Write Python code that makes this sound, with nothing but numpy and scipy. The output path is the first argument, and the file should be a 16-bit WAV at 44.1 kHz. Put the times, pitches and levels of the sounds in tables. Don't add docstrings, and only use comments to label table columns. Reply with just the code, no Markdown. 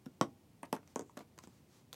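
import sys
import numpy as np
from scipy import signal
from scipy.fft import rfft, irfft, next_fast_len
from scipy.io import wavfile

SR = 44100
rng = np.random.default_rng(int(sys.argv[2]) if len(sys.argv) > 2 else 0)


def wrap_up_sound(samples):
    columns = np.atleast_2d(samples).T
    tamed = np.clip(columns, -1, 1)
    steps = np.round(tamed * 32767).astype(np.int16)
    wavfile.write(sys.argv[1], SR, steps)


N = 85995

# start_s, crack_db, brightness_db_per_octave, ring_db
CAP_SNAPS = [(0.212, -24, -4, -19), (1.9295, -37.5, 1.5, -50.5), (1.9355, -46.5, 4.5, -67),
             (1.9434, -44, 1, -77)]
# pitch_hz, level_db, t60_s
CAP_MODES = [(669, -10, 0.053), (802, -33.5, 0.36), (1089, -0.5, 0.023), (1321, -20.5, 0.087),
             (2130, -9.5, 0.0083), (3140, -7, 0.0072), (3610, -11.5, 0.0052), (5640, -3.5, 0.0061),
             (7920, -8, 0.0041)]
# start_s, level_db, low_cut_hz, brightness_db_per_octave
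TABLE_KNOCKS = [(0.064, -49.5, 148, -10.5), (.2130, -25, 119, 0), (.6320, -42.5, 167, 3),
                (0.7284, -27.5, 207, -1), (0.7648, -50.5, 230, 5), (.8300, -57, 600, 1),
                (0.961, -30, 276, -3), (0.9945, -35, 288, -4), (1.0094, -42, 273, -4),
                (1.0200, -44.5, 261, -6.5), (1.1716, -41.5, 169, 1), (1.1918, -47, 222, -0.5),
                (1.2062, -49, 234, 2), (1.3790, -56.5, 135, 2), (1.439, -53.5, 124, -1),
                (1.473, -51.5, 133, -4)]
# pitch_hz, level_db, t60_s
TABLE_MODES = [(169, -12.5, 0.072), (215, -7, 0.049), (263.8, -1, 0.047), (327.6, -1, 0.035),
               (437, 0.5, 0.022), (581, -7.5, 0.033), (690, -8, 0.033), (883, -3.5, 0.018),
               (1425, -13.5, 0.029)]
# start_s, crack_db, pitch_hz, ring_db,
# t60_cycles
CONTACT_CLICKS = [(0.0593, -49, 5600, -52, 50), (0.0635, -53.5, 1360, -53, 25),
                  (0.063, -63, 207, -32.5, 3.5), (0.6304, -60, 9000, -40.5, 59), (0.6315, -49, 947, -30, 4),
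                  (0.631, -56, 2500, -43, 9.5), (0.7276, -37, 8400, -29.5, 23.5),
                  (0.7278, -62, 2536, -27.5, 10.5), (0.7281, -32, 898, -22, 16),
                  (0.7278, -71, 10920, -26, 19.5), (0.7643, -48, 1020, -48, 24), (.8300, -70, 2630, -61, 27),
                  (.8760, -55, 5730, -51.5, 33), (0.959, -37.5, 6490, -22.5, 18),
                  (.9600, -55, 787, -35.5, 20), (0.9937, -42.5, 6460, -28.5, 13),
                  (1.0100, -52, 6600, -39, 16), (1.0205, -71, 6600, -45, 17), (1.0960, -58, 945, -47.5, 17),
                  (1.1736, -55.5, 7700, -38.5, 14), (1.1751, -41, 580, -44.5, 23),
                  (1.3786, -50.5, 6000, -52, 33), (1.388, -43, 6470, -37.5, 20),
                  (1.3885, -54, 1010, -46.5, 28), (1.4378, -48, 6250, -47.5, 39),
                  (1.4733, -53.5, 7600, -49, 29), (1.929, -54, 3500, -29, 8), (1.931, -43, 502, -46.5, 12)]
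# centre_s, half_width_s, level_db
BARREL_SCUFFS = [(0.656, 0.0035, -61.5), (0.751, 0.0036, -55), (1.171, 0.00053, -48.5),
                 (1.192, 0.0013, -54.5), (1.206, 0.016, -65.5)]
# centre_s, half_width_s, level_db
SLEEVE_RUSTLES = [(0.905, 0.029, -72), (1.441, 0.011, -63.5), (1.54, 0.057, -74), (1.76, 0.046, -69)]
# frequency_hz, level_db
WOOD_EQ = [(100, -24), (250, -1.5), (900, -4), (1600, -8.5), (2800, -21), (4500, -34.5), (15000, -58)]
PLASTIC_EQ = [(200, -20), (500, 7.5), (2500, 0.5), (8000, -3), (10000, -12.5), (12500, -5.5),
              (16000, -20.5)]
CLOTH_EQ = [(400, 3), (1200, 2.5), (2500, -3.5), (6500, 0), (10000, -9.5), (16000, -15)]
WALL_EQ = [(100, -6), (300, 0.5), (3000, 3), (7000, 0.5), (10000, 3.5), (16000, -5)]
HUSH_EQ = [(55, -0.5), (130, 0.5), (223, -1.5), (550, -14.5), (900, -18.5), (1500, -27), (2350, -25.5),
           (3600, -28.5), (7000, -30.5), (16000, -34)]
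# frequency_hz, t60_s
ROOM_DECAY = [(150, 0.21), (1000, 0.12), (7000, 0.11), (14000, 0.12)]

CRACK_T60_S, CLICK_RISE_S = 0.0067, 0.0001
WOOD_DB, WOOD_T60_S, KNOCK_RISE_S = -2.5, 0.023, 0.00035
UPPER_RATIO, UPPER_DB, UPPER_T60_CYCLES = 1.282, -6.5, 11.3
SLIDE_S, SLIDE_HALF_S, SLIDE_DB, SLIDE_HZ, SLIDE_HALF_HZ = 1.082, 0.032, -78, 7200, 1000
PREDELAY_S, ROOM_RISE_S, HUSH_DB = 0.0016, 0.0041, -63.5
FIST_CUT_HZ, LOW_CUT_HZ, TOP_HZ = 12400, 77, 15950

T = np.arange(SR // 2) / SR
HZ = np.fft.rfftfreq(len(T), 1 / SR)
SCENE_T, SCENE_HZ = np.arange(N) / SR, np.fft.rfftfreq(N, 1 / SR)


def cap_snaps():
    out = np.zeros(N)
    fist = signal.butter(6, FIST_CUT_HZ, fs=SR, output="sos")
    body = signal.sosfilt(fist, ring(CAP_MODES, CLICK_RISE_S))
    for start_s, crack_db, bright_db, ring_db in CAP_SNAPS:
        snap = crack(crack_db, bright_db) + amp(ring_db) * body
        add(out, start_s, in_room(snap, wet_db=-10.5))
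    return out


def table_knocks():
    out = np.zeros(N)
    for start_s, level_db, low_cut_hz, bright_db in TABLE_KNOCKS:
        modes = [(hz, db + tilt(hz, 383, bright_db), t60) for hz, db, t60 in TABLE_MODES]
        wood_eq = curve(WOOD_EQ, HZ) + tilt(HZ, 560, bright_db)
        dense_modes = amp(WOOD_DB + bright_db) * burst(wood_eq, WOOD_T60_S, KNOCK_RISE_S)
        knock = high_pass(ring(modes, KNOCK_RISE_S) + dense_modes, low_cut_hz, order=3)
        add(out, start_s, amp(level_db) * in_room(knock, wet_db=-7.5))
    return out


def contact_clicks():
    out = np.zeros(N)
    for start_s, crack_db, hz, ring_db, t60_cycles in CONTACT_CLICKS:
        lower = ring([(hz, ring_db, t60_cycles / hz)], CLICK_RISE_S)
        upper = ring([(hz * UPPER_RATIO, ring_db + UPPER_DB, UPPER_T60_CYCLES / hz)], CLICK_RISE_S)
        barrel = high_pass(lower - upper, 0.74 * hz, order=3)
        add(out, start_s, in_room(crack(crack_db) + barrel, wet_db=-11))
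    return out


def crack(level_db, bright_db=0):
    eq = curve(PLASTIC_EQ, HZ) + tilt(HZ, 6100, bright_db)
    return amp(level_db) * burst(eq, CRACK_T60_S, CLICK_RISE_S)


def rubbing(eq, swells):
    envelope = sum(amp(db) * bell(SCENE_T, centre_s, half_s) for centre_s, half_s, db in swells)
    return steady_noise(amp(curve(eq, SCENE_HZ))) * envelope


def barrel_slide():
    hiss = steady_noise(bell(SCENE_HZ, SLIDE_HZ, SLIDE_HALF_HZ))
    return amp(SLIDE_DB) * hiss * bell(SCENE_T, SLIDE_S, SLIDE_HALF_S)


def in_room(sound, wet_db):
    hz, t, bands = signal.stft(rng.standard_normal(len(T)), SR, nperseg=256)
    decay = np.exp(-np.log(1000) * t / curve(ROOM_DECAY, hz)[:, None])
    bands = bands * amp(curve(WALL_EQ, hz))[:, None] * decay
    fade_in = np.clip((T - PREDELAY_S) / ROOM_RISE_S, 0, 1)
    tail = signal.istft(bands, SR)[1][:len(T)] * fade_in
    reverb = signal.fftconvolve(sound, tail / np.linalg.norm(tail))[:len(T)]
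    return sound + amp(wet_db) * reverb


def room_tone():
    return amp(HUSH_DB) * steady_noise(amp(curve(HUSH_EQ, SCENE_HZ)))


def ring(modes, rise_s):
    return sum(amp(db) * np.sin(2 * np.pi * hz * T) * hit_envelope(t60, rise_s) for hz, db, t60 in modes)


def burst(eq_db, t60_s, rise_s):
    envelope = hit_envelope(t60_s, rise_s)
    noise = unit_rms(rng.standard_normal(len(T)) * envelope) * np.sqrt(np.mean(envelope ** 2))
    cepstrum = irfft(np.log(unit_rms(amp(eq_db)) + 1e-6))
    cepstrum[1:len(T) // 2] *= 2
    cepstrum[len(T) // 2 + 1:] = 0
    return irfft(rfft(noise) * np.exp(rfft(cepstrum)))


def steady_noise(gains):
    return unit_rms(irfft(rfft(rng.standard_normal(N)) * gains, N))


def hit_envelope(t60_s, rise_s):
    return np.exp(-np.log(1000) * T / t60_s) * (1 - np.exp(-T / rise_s))


def bell(x, centre, half_width):
    return np.exp(-((x - centre) / half_width) ** 2 / 2)


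def curve(points, hz):
    point_hz, values = np.transpose(points)
    return np.interp(np.log(hz + 1), np.log(point_hz + 1), values)


def tilt(hz, pivot_hz, db_per_octave):
    return db_per_octave * np.log2(np.clip(hz / pivot_hz, 1 / 4, 4))


def high_pass(x, hz, order):
    return signal.sosfilt(signal.butter(order, hz, "high", fs=SR, output="sos"), x)


def amp(db):
    return 10 ** (np.asarray(db) / 20)


def unit_rms(x):
    return x / np.sqrt(np.mean(x ** 2) + 1e-20)


def add(track, start_s, sound):
    part = track[round(start_s * SR):][:len(sound)]
    part += sound[:len(part)]


def scene():
    friction = barrel_slide() + rubbing(PLASTIC_EQ, BARREL_SCUFFS) + rubbing(CLOTH_EQ, SLEEVE_RUSTLES)
    return (table_knocks() + contact_clicks() + cap_snaps() + friction + room_tone())[None]


def record(dry):
    padded = next_fast_len(N + SR // 2)
    spectrum = rfft(high_pass(dry, LOW_CUT_HZ, order=4), padded)
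    passband = np.fft.rfftfreq(padded, 1 / SR) < TOP_HZ
    return irfft(spectrum * passband, padded)[..., :N]


dry = scene()
out = record(dry)
wrap_up_sound(out)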